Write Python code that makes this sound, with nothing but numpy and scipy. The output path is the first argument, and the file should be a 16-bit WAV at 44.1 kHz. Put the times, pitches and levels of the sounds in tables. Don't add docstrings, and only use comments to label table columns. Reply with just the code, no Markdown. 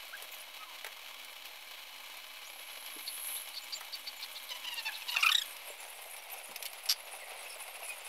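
import sys
import numpy as np
from scipy import signal
from scipy.fft import rfft, irfft, next_fast_len
from scipy.io import wavfile
from scipy.ndimage import map_coordinates

SR = 44100
rng = np.random.default_rng(int(sys.argv[2]) if len(sys.argv) > 2 else 0)


def transcribe(signal):
    frames = np.atleast_2d(signal).T
    limited = np.clip(frames, -1, 1)
    pcm = np.round(limited * 32767).astype(np.int16)
    wavfile.write(sys.argv[1], SR, pcm)


N = 356328
TIME = np.arange(N) / SR
OPEN_AT_S, TOP_HZ = 5.46, 15700


def amp(db):
    return 10 ** (np.asarray(db) / 20)


def unit(x):
    return x / np.sqrt(np.mean(x ** 2) + 1e-20)


def along(points, hz):
    f, v = np.transpose(points)
    return np.interp(np.log(hz + 1), np.log(f + 1), v)


def wobble(rate, size=N):
    knots = rng.standard_normal(int(size * rate / SR) + 4)
    return map_coordinates(knots, [np.arange(size) * rate / SR])


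def waver(rate, size):
    return wobble(rate, SR // 4)[:size]


def filtered(x, response):
    m = next_fast_len(len(x) + SR // 5)
    return irfft(rfft(x, m) * response(np.fft.rfftfreq(m, 1 / SR)), m)[:len(x)]


def coloured(x, points):
    return unit(filtered(x, lambda hz: amp(along(points, hz))))


def resonate(x, modes):
    return filtered(x, lambda f: sum(amp(db) * 1j * f * width / (hz * hz - f * f + 1j * f * width)
                                     for hz, width, db in modes))


def steep_band(x, hz, width):
    mode = [(hz, width, 0)]
    return resonate(resonate(x, mode), mode)


def add(track, s, x):
    start = int(np.clip(round(s * SR), 0, N))
    track[start:start + len(x)] += x[:N - start]


def burst(db, t60, size=SR // 10):
    t = np.arange(size) / SR
    return amp(db - 60 * t / t60) * rng.standard_normal(size)


def swell(length):
    u = np.arange(-int(length * SR), int(length * SR)) / (length * SR)
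    return u, np.exp(-np.abs(u / 0.43) ** 2.9)


def lid_off():
    return np.clip((TIME - OPEN_AT_S) / 0.37, 0, 1)


def scattered(x, wet_db, t60, predelay_s):
    t = np.arange(SR // 40) / SR
    echo = burst(0, t60, len(t)) * (t > predelay_s)
    path = (t == 0) + amp(wet_db) * echo / np.linalg.norm(echo)
    return signal.fftconvolve(x, path / np.linalg.norm(path))


# (frequency [Hz], gain [dB])
ROOM_TONE_EQ = [(20, 0.5), (60, 0), (100, -8), (140, -12), (185, -5), (260, -1), (500, -36)]
def room_tone():
    return amp(-84) * coloured(rng.standard_normal(N), ROOM_TONE_EQ)


# (frequency [Hz], t60 [s])
KITCHEN_DECAY = [(200, 0.27), (2500, 0.11), (12000, 0.04)]
def kitchen(x):
    hz, t, spectrum = signal.stft(rng.standard_normal(SR // 2), SR, nperseg=256)
    decay = amp(-60 * t / along(KITCHEN_DECAY, hz)[:, None])
    tail = signal.istft(spectrum * decay, SR, nperseg=256)[1]
    return signal.fftconvolve(x, tail / np.linalg.norm(tail))[:N]


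def crackle(rate, spread_db, wash, t60):
    chance, size = rng.random(N), rng.exponential(size=N)
    hits = (chance < rate / SR) * amp(spread_db * np.minimum(size, np.pi))
    decay = amp(-60 * TIME[:SR // 20] / t60)
    power = np.abs(signal.fftconvolve(hits ** 2, decay ** 2)[:N])
    return unit(np.sqrt(power / power.mean() + wash ** 2) * rng.standard_normal(N))


def spray():
    eq = [(300, -46.5), (2000, -6), (5000, -15.5), (8500, -2), (12300, 6.5), (15500, -20)]
    droplets = crackle(rate=300, spread_db=7, wash=0.85, t60=0.022) * amp(2.9 * wobble(45))
    surge_db, delay_s, width_s = 3, 0.014, 0.032
    surges = [np.exp(-((TIME - s - delay_s) / width_s) ** 2) for s, *_ in STEAM_SPURTS]
    return coloured(droplets, eq) * amp(2.5 + surge_db * np.max(surges, axis=0))


# (frequency [Hz], gain [dB])
COVERED_EQ = [(90, -68.5), (150, -35.5), (260, -21.5), (390, -20.5), (570, -10), (1090, -6.5), (1500, -9),
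              (1950, -8.5), (2300, -5), (3200, -5.5), (4400, -10.5), (4900, -12.5), (5500, -11.5),
              (8500, -18.5), (12900, -12), (15500, -20)]
OPEN_EQ = [(90, -60), (160, -37), (333, -22.5), (560, -5.5), (800, -5), (1400, -10.5), (1750, -12),
           (2100, -4), (2650, -5.5), (4000, -12), (7500, -24), (11100, -17), (13000, -26), (15500, -23)]
# (frequency [Hz], width [Hz], gain [dB])
COVERED_MODES = [(265.4, 4.8, 11), (325.2, 2.5, 15), (515, 26, -1), (618.6, 17, 4), (835, 32, 2),
                 (1057, 200, -4.5), (1650, 150, -5), (2152, 100, 1.5), (2320, 103, 2.5), (2580, 95, 0),
                 (2985, 140, 4), (3306, 83, 3), (3810, 180, 1), (4000, 92, -0.5), (4230, 80, 2.5)]
OPEN_MODES = [(2670, 74, -8.5), (3900, 300, -15)]
# (time [s], fizz gain [dB], spray gain [dB])
SIMMER_FADERS = [(0, -51, -61.5), (.6, -51, -69.5), (2.3, -50.5, -67), (2.75, -50.5, -68),
                 (3.28, -49, -53.5), (3.5, -50, -62), (4.7, -50, -61.5), (5.33, -49, -51.5),
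                 (5.62, -50, -62.5), (5.9, -53, -58), (7.3, -52.5, -65.5), (7.7, -51.3, -60),
                 (8.08, -52.5, -62)]
def simmer():
    times, *faders = np.transpose(SIMMER_FADERS)
    fizz_db, spray_db = [np.interp(TIME, times, fader) for fader in faders]
    covered = coloured(crackle(rate=650, spread_db=5.5, wash=0.865, t60=0.038), COVERED_EQ)
    covered += amp(1) * resonate(covered, COVERED_MODES)
    uncovered = crackle(rate=700, spread_db=4, wash=1, t60=0.026) * amp(1.3 * wobble(35))
    uncovered = coloured(uncovered, OPEN_EQ)
    uncovered += resonate(uncovered, OPEN_MODES)
    for layer in (covered, uncovered):
        layer /= np.std(filtered(layer, lambda hz: (hz > 2000) & (hz < 4500)))
    fizz = covered * np.sqrt(1 - lid_off()) + uncovered * np.sqrt(lid_off())
    return fizz * amp(fizz_db + 0.079 * wobble(25)) + spray() * amp(spray_db)


def bubble(hz, t60, rise):
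    t = np.arange(int(t60 * SR) + 2) / SR
    envelope = amp(-60 * t / t60) * (1 - np.exp(-t * hz))
    return envelope * np.sin(2 * np.pi * hz * t * (1 + rise * t / t60))


def sauce():
    covered_db, growth_db_per_s = -67, 1.0
    open_db = -62.5 + growth_db_per_s * (TIME - OPEN_AT_S)
    bubbles = np.zeros(N)
    for when, pitch, spread, size in rng.random((600, 4)):
        hz = 470 * 1.8 ** (pitch + spread)
        add(bubbles, when * N / SR, amp(9.6 * size ** 3) * bubble(hz, t60=17 / hz, rise=0.023))
    return unit(bubbles) * amp(covered_db + (open_db - covered_db) * lid_off())


def pings():
    out = np.zeros(N)
    lowest_hz, range_oct = 2100, 1.6
    for when, pitch, softness, life in rng.random((170, 4)):
        ping = bubble(lowest_hz * 2 ** (range_oct * pitch ** 2), t60=0.02 + 0.04 * life, rise=0.027)
        add(out, OPEN_AT_S + (N / SR - OPEN_AT_S) * when, amp(-46 - 14 * softness - 6 * pitch) * ping)
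    return out


# (time [s], pitch [Hz], relative level [dB], t60 [s])
BIG_BUBBLES = [(2.96, 308, -43, 0.031), (2.962, 420, -45, 0.031), (5.701, 560, -41, 0.045),
               (6.06, 620, -41.5, 0.037), (6.34, 750, -39.5, .04), (6.491, 249, -46, 0.065),
               (6.496, 824, -40, 0.033), (6.605, 755, -38.5, 0.036), (6.868, 767, -41.5, 0.073),
               (7.133, 775, -37, 0.049), (7.167, 820, -40.5, 0.032), (7.28, 790, -40, 0.036),
               (7.318, 737, -36, 0.037), (7.557, 672, -39.5, 0.042), (7.685, 744, -40, 0.045),
               (7.771, 750, -41, 0.033), (7.792, 660, -38, 0.024), (7.822, 670, -36, 0.04)]
def glugs():
    out = np.zeros(N)
    for s, hz, db, t60 in BIG_BUBBLES:
        crater_width = 1.27 * hz
        tear = burst(0, t60, SR // 8)
        splash = np.std(tear) * unit(steep_band(tear, hz, crater_width))
        ring = amp(3.5) * bubble(hz, t60, rise=0.05)
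        glug = splash + np.pad(ring, (0, len(splash) - len(ring)))
        add(out, s, amp(db - 5) * steep_band(glug, hz, crater_width))
    return out


def puff(length, modes):
    u, pressure = swell(length)
    rush = sum(amp(db) * unit(steep_band(rng.standard_normal(SR // 4), hz, width))
               for hz, width, db in modes)
    return pressure * unit(rush[:len(u)] * amp(3.3 * waver(453, len(u))))


# (frequency [Hz], gain [dB])
WHISTLE_EQ = [(700, -18), (1700, -20), (2550, -17), (4000, -20), (6000, -17), (7500, -16.5), (11000, -13),
              (15500, -30)]
def whistle(length, hz, glide):
    u, pressure = swell(length)
    train_hz = hz / np.round(hz / (900 * 2 ** rng.uniform(-0.4, 0.4)))
    k = np.arange(1, 25)[:, None]
    overtones = k * train_hz
    bend_oct = (glide + 0.06 * rng.standard_normal()) * u - 0.1 * u * u
    bend_oct += 0.0083 * waver(920, len(u)) + 0.0152 * waver(117, len(u))
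    phase = 2 * np.pi * np.cumsum(train_hz * 2 ** bend_oct) / SR
    pocket = np.exp(-(np.log2(overtones / hz) / 0.12) ** 2)
    gain = (amp(along(WHISTLE_EQ, overtones)) + pocket) * amp(3.7 * rng.standard_normal(k.shape))
    partials = (overtones < TOP_HZ) * np.sin(k * phase + rng.uniform(0, 2 * np.pi, k.shape))
    comb = unit((gain * partials).sum(0))
    rush = unit(resonate(rng.standard_normal(len(u)), [(hz, 2600, 0)]))
    return pressure * unit((comb + amp(-12) * rush) * amp(4.4 * waver(189, len(u))))


# (middle [s], length [s], pitch [Hz], relative level [dB])
SAUCE_WHISTLES = [(0.336, 0.058, 13500, -51), (5.682, 0.032, 11200, -51), (5.745, 0.05, 8800, -62),
                  (5.825, 0.054, 10650, -53), (5.902, 0.033, 11150, -55), (6.136, 0.0514, 11090, -52.5),
                  (6.332, 0.0446, 11830, -48), (6.382, 0.047, 10660, -51.5), (6.447, 0.028, 9770, -50),
                  (6.863, 0.014, 9640, -41.5), (7.138, 0.049, 10120, -50.5), (7.518, 0.068, 9900, -51.5),
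                  (7.613, 0.0298, 9840, -45), (7.754, 0.031, 10500, -50), (7.856, 0.046, 10060, -48.5),
                  (7.892, 0.051, 9890, -49), (8.065, 0.048, 9860, -51.5)]
def whistles():
    out = np.zeros(N)
    for s, length, hz, db in SAUCE_WHISTLES:
        add(out, s - length, amp(db + 1.5) * whistle(length, hz, glide=-0.12))
        add(out, s - length, amp(db - 5) * puff(length, [(hz, 2500, -7), (2550, 300, 0)]))
    for when, slide in rng.random((36, 2)):
        open_for_s = (N / SR - OPEN_AT_S) * when
        faint = whistle(length=0.036, hz=10630 - 240 * open_for_s, glide=0.3 * (slide - 0.6))
        add(out, OPEN_AT_S + open_for_s, amp(-57.5) * faint)
    for when, pitch, size, slide, life in rng.random((330, 5)):
        hz = 11900 - 1700 * pitch - 4500 * pitch ** 4
        length = 0.00686 + 0.0185 * life ** 2
        peep = flutter(length, hz, 0.26 * (slide - 0.6), hz, rough=0.12, rasp_db=-20, arch=0.278)
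        add(out, 3.6 + 4.4 * when ** 0.58, amp(-61 + 10.15 * size ** 2 - 3 * pitch) * peep)
    return out


def pan_walls(x):
    out, block = np.zeros(N), SR // 40
    for start in range(0, N, block):
        add(out, start / SR, scattered(x[start:start + block], wet_db=-5.5, t60=0.034, predelay_s=0.001))
    return out


# (time [s], relative level [dB])
FAT_SPITS = [(0.053, -40), (.169, -37), (0.2236, -32), (0.3839, -38), (.8455, -31.5), (0.8658, -32),
             (1.2466, -36), (1.4555, -36), (2.17, -38), (2.8624, -34.5), (3.051, -43), (3.488, -33),
             (3.8082, -33.5), (3.8472, -38), (3.954, -34), (4.212, -35.5), (4.4912, -40), (5.5668, -34),
             (6.1653, -34), (6.3396, -33), (6.512, -35.5), (6.5599, -25.5), (6.626, -26), (6.655, -27),
             (6.662, -26.5), (6.732, -32.5), (6.8575, -31.5)]
STEAM_PLOPS = [(.184, -40), (.2239, -36), (0.8465, -29.5), (0.8666, -29.5), (3.81, -30.5)]
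# (frequency [Hz], gain [dB])
CRACK_EQ = [(150, -60), (900, -26), (2400, 14), (5000, 8), (7500, 2), (12000, 10), (15500, 2.5)]
BODY_EQ = [(80, -68), (180, -34), (350, -11.5), (650, 3), (900, 1), (1400, -3.5), (1950, 2), (2600, -20),
           (6000, -38)]
def spits_and_plops():
    cracks, bodies = np.zeros((2, N))
    for s, db in FAT_SPITS:
        add(cracks, s, burst(db - 4.5, t60=0.022))
        add(bodies, s, burst(db - 25, t60=0.032))
    for s, db in STEAM_PLOPS:
        add(bodies, s, burst(db - 7.5, t60=0.034))
    for when, size in rng.random((40, 2)):
        add(cracks, when * N / SR, burst(-50 + 8 * size ** 2, t60=0.0073))
    bright = np.std(cracks) * coloured(pan_walls(cracks), CRACK_EQ)
    return bright + np.std(bodies) * coloured(bodies, BODY_EQ)


# (time [s], relative level [dB], t60 [s])
UTENSIL_SLIPS = [(6.8896, -32.5, 0.03), (6.892, -30, 0.068), (6.896, -24, 0.036), (6.9043, -23.5, 0.033),
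                 (6.912, -26.5, 0.042), (6.9144, -29.5, 0.052), (6.922, -35, 0.024), (6.925, -29, 0.026)]
# (frequency [Hz], gain [dB])
SCRAPE_EQ = [(150, -42), (400, -42), (1430, -19.5), (1750, -21.5), (3590, -9.5), (3880, -18), (4600, -7.5),
             (7170, -20), (9610, -22), (11700, -25), (15700, -54.5)]
# (frequency [Hz], width [Hz], gain [dB])
STEEL_MODES = [(3800, 52, -5), (4800, 63, 2), (4616, 136, 4), (5465, 130, 1), (11600, 206, -2.5),
               (11400, 110, -6.5)]
def clink():
    friction = np.zeros(N)
    for s, db, t60 in UTENSIL_SLIPS:
        add(friction, s, burst(db, t60))
    scrape = amp(-2) * coloured(friction, SCRAPE_EQ)
    ring = amp(-3.5) * unit(resonate(friction, STEEL_MODES))
    return np.std(friction) * (scrape + ring)


# (frequency [Hz], gain [dB])
JET_EQ = [(7000, -53), (10700, -25), (11000, -2), (11500, -7), (12200, -15), (13200, -23.5), (15500, -27)]
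def jet():
    start_s, peak_s, attack_s = 2.38, 3.352, 0.11
    swell_db, release_db_per_s, sag_hz = 18.5, 137, 353
    pressure = np.clip((TIME - start_s) / (peak_s - start_s), 0, 1) ** 2
    level_db = -57.5 + swell_db * pressure - release_db_per_s * np.maximum(TIME - peak_s, 0)
    hz = 11230 - sag_hz * pressure + 130 * wobble(700)
    note = unit(np.sin(2 * np.pi * np.cumsum(hz) / SR) * wobble(200))
    hiss = coloured(rng.standard_normal(N), JET_EQ)
    attack = np.clip((TIME - start_s) / attack_s, 0, 1)
    return attack * amp(level_db + 0.8 * wobble(75)) * (amp(-6.5) * note + amp(-1.5) * hiss)


def flutter(length, pitch_hz, glide, gap_hz, rough, rasp_db, arch):
    u, pressure = swell(length)
    jitter_oct = rough * (0.1 * waver(1508, len(u)) + 0.057 * waver(313.8, len(u)))
    bend_oct = glide * np.clip(u, -0.7, 0.7) - arch * np.minimum(u * u, 0.3)
    phase = 2 * np.pi * np.cumsum(pitch_hz * 2 ** (bend_oct + jitter_oct)) / SR
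    k = np.arange(1, 9)[:, None]
    overtones = k * pitch_hz
    gap = np.exp(-(np.log2(overtones / gap_hz) / 0.31) ** 2)
    film = (amp(-21) * (k == 1) + amp(rasp_db)) / (1 + (overtones / gap_hz / 2.25) ** 8)
    partials = (overtones < TOP_HZ) * np.sin(k * phase + rng.uniform(0, 2 * np.pi, k.shape))
    tone = ((gap + film) * partials).sum(0)
    leak = (1 + np.sin(phase)) * rng.standard_normal(len(u))
    leak_eq = [(300, -41), (1200, -11), (4000, -1), (5800, -6), (7500, -19.5), (15000, -17)]
    hiss = rough * amp(-6) * coloured(leak, leak_eq)
    return pressure * unit((tone + hiss) * amp(6.4 * rough * waver(545, len(u))))


def squeak(length, pitch_hz, glide, gap_hz, rough, db, arch):
    rasp_db = -17 - 0.2 * max(db, -41)
    tone = flutter(length, pitch_hz, glide, gap_hz, rough, rasp_db, arch)
    return amp(db) * scattered(tone, wet_db=-6, t60=0.021, predelay_s=0.0005)


# (middle [s], length [s], pitch [Hz], glide [oct/length], arch [oct/length^2],
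# level [dB], roughness [0-1])
WET_CHIRPS = [(0.142, 0.031, 1567, 0.42, 0.275, -44, 0.27), (0.41, 0.029, 10500, 0.39, 0, -49.5, 0.7),
              (.457, 0.024, 870, -0.072, .2, -59, .1), (0.621, 0.045, 1282, -0.12, .3, -47.5, 0),
              (0.69, 0.089, 1000, -0.28, 0, -55, 0), (2.467, 0.054, 6450, 0.55, .3, -54, 0.6),
              (3.142, .098, 10000, 0, .02, -53, 0.1), (3.373, 0.029, 3900, 0.37, .3, -45, 0.3),
              (3.544, 0.032, 4500, 0.34, .35, -50.5, 0.2), (3.632, 0.037, 7150, 0.054, .3, -56, 0.1),
              (3.759, 0.051, 7300, 0.091, .6, -45, 0.13), (4.18, 0.033, 7150, -.15, .4, -57, .12),
              (5.23, 0.04, 7690, .8, .3, -51, 0.8), (5.485, 0.048, 9300, -.08, .1, -54, 0.06),
              (5.681, 0.02, 8420, -0.06, .2, -60, 0.25), (5.706, 0.028, 7400, -0.097, .3, -59, 0.35),
              (5.804, 0.039, 7240, -0.22, .3, -58, 0.35), (5.868, 0.027, 6400, -.2, .3, -58, .4),
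              (5.955, 0.0206, 8450, 0.0046, .3, -57, 0.35), (6.195, 0.03, 5750, 0.045, .2, -56.5, 0.16),
              (7.225, 0.038, 2050, -.25, 0, -49, .2), (7.466, 0.032, 2610, 0.15, .3, -50, 0.33),
              (7.524, 0.057, 5100, -0.053, .3, -52, 0.58), (7.614, 0.033, 2588, -.05, .3, -58, 0.25),
              (7.757, 0.014, 2416, 0.018, .3, -49, 0.34), (7.835, .025, 2600, -0.63, .1, -50, 0.44),
              (7.906, 0.049, 2520, -0.11, .1, -47, 0.3)]
def chirps():
    out = np.zeros(N)
    for s, length, hz, glide, arch, db, rough in WET_CHIRPS:
        add(out, s - length, squeak(length, hz, glide, hz, rough, db, arch))
    return out


# (middle [s], pitch [Hz], relative level [dB], roughness [0-1])
STEAM_SPURTS = [(3.084, 4370, -37.5, 0.1), (3.579, 4370, -39, 0.23), (3.739, 4638, -35.5, 0),
                (3.944, 4575, -38, 0.09), (4.083, 4510, -40.5, 0.15), (4.238, 4290, -41, 0.36),
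                (4.371, 3970, -42.5, 0.37), (4.507, 4140, -44, 0.2), (4.795, 4155, -41, 0.12),
                (4.956, 4000, -44.5, 0.43), (5.097, 4400, -40.5, 0.46), (5.215, 5570, -44, 0.5),
                (5.243, 9040, -46, 0.33)]
def spurts():
    out = np.zeros(N)
    rush_s, lead_s, halving_db = 0.029, 0.005, 8.5
    for s, hz, db, rough in STEAM_SPURTS:
        rush = puff(rush_s, [(hz, 900, -1), (hz * 0.895, 1100, 0)])
        add(out, s - lead_s - rush_s, amp(db - 6.5 + 15 * rough) * rush)
        note_s = rush_s * 2 ** ((-40 - db) / halving_db)
        note = flutter(note_s, hz, glide=-0.0126, gap_hz=hz, rough=rough + 0.12, rasp_db=-21, arch=0.162)
        add(out, s - note_s, amp(db - 0.5 - 10 * rough) * note)
    return out


# (middle [s], length [s], level [dB])
RIM_BUZZES = [(4.519, 0.03, -37), (4.559, 0.024, -42.5), (4.65, 0.022, -41), (4.682, 0.034, -39),
              (4.727, 0.041, -43.5), (4.787, 0.051, -40), (4.87, 0.04, -36), (4.932, 0.022, -45),
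              (4.97, 0.026, -44.5), (5.024, 0.013, -40), (5.091, 0.02, -38), (5.126, 0.018, -36),
              (5.146, 0.017, -33.5), (5.168, 0.015, -29)]
# (time [s], pitch [Hz])
RIM_PITCH = [(4.52, 1010), (4.68, 983), (4.79, 929), (4.89, 874.6), (5.02, 900), (5.1, 1008), (5.17, 945)]
def buzzes():
    out = np.zeros(N)
    settle_s = 0.041
    for s, length, db in RIM_BUZZES:
        hz = np.interp(s, *np.transpose(RIM_PITCH))
        rough = 0.73 * np.exp(-length / settle_s)
        buzz = squeak(length, hz, glide=-0.1127, gap_hz=3.1 * hz, rough=rough, db=db, arch=0.302)
        add(out, s - length, buzz)
    return out


# (middle [s], length [s], pitch [Hz], glide [oct/length], arch [oct/length^2],
# level [dB], gap resonance [Hz])
RIM_SQUEAKS = [(4.891, 0.02, 859, -0.13, 0.38, -40, 1760), (5.156, 0.0145, 1330, -.4, 0.25, -35, 1500),
               (5.199, 0.034, 1150, -.08, 0.29, -40.5, 1670), (5.234, 0.015, 1290, -.45, 0.35, -22.5, 2350),
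               (5.251, 0.017, 1352, 0.203, 0.585, -30.5, 1410),
               (5.267, 0.0145, 1302, -0.25, 0.29, -21, 2320), (5.294, 0.011, 1412, -0.49, 0.68, -25, 2207),
               (5.322, 0.015, 1863, -0.25, 1, -25, 3740), (5.3523, 0.011, 1913, .03, 0.98, -23, 3710),
               (5.386, 0.018, 1870, -0.031, 0.574, -27, 3800), (5.421, 0.014, 1720, -0.017, .6, -31, 3500)]
def stutter():
    out = np.zeros(N)
    for s, length, hz, glide, arch, db, gap_hz in RIM_SQUEAKS:
        add(out, s - length, squeak(length, hz, glide, gap_hz, rough=0.3, db=db, arch=arch))
    return out


# (frequency [Hz], width [Hz], gain [dB])
WALL_MODES = [(1160, 15, -15), (1410, 31, -5), (2480, 40, 0), (2765, 36, 3), (3220, 22, -1), (3340, 19, -6),
              (3420, 9.6, -12), (3560, 37, -3), (3800, 96, -13), (4660, 37, -12), (7580, 23, 14)]
def squeals():
    steam = chirps() + spurts() + buzzes() + stutter()
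    return steam + resonate(steam, WALL_MODES)


def scene():
    events = squeals() + whistles() + pings() + spits_and_plops() + glugs() + clink()
    bed = room_tone() + simmer() + sauce()
    return (bed + jet() + events + amp(-9.5) * kitchen(events))[None]


def record(dry):
    dc_offset = 0.0007
    return np.array([filtered(x, lambda hz: hz < TOP_HZ) for x in dry]) + dc_offset


dry = scene()
out = record(dry)
transcribe(out)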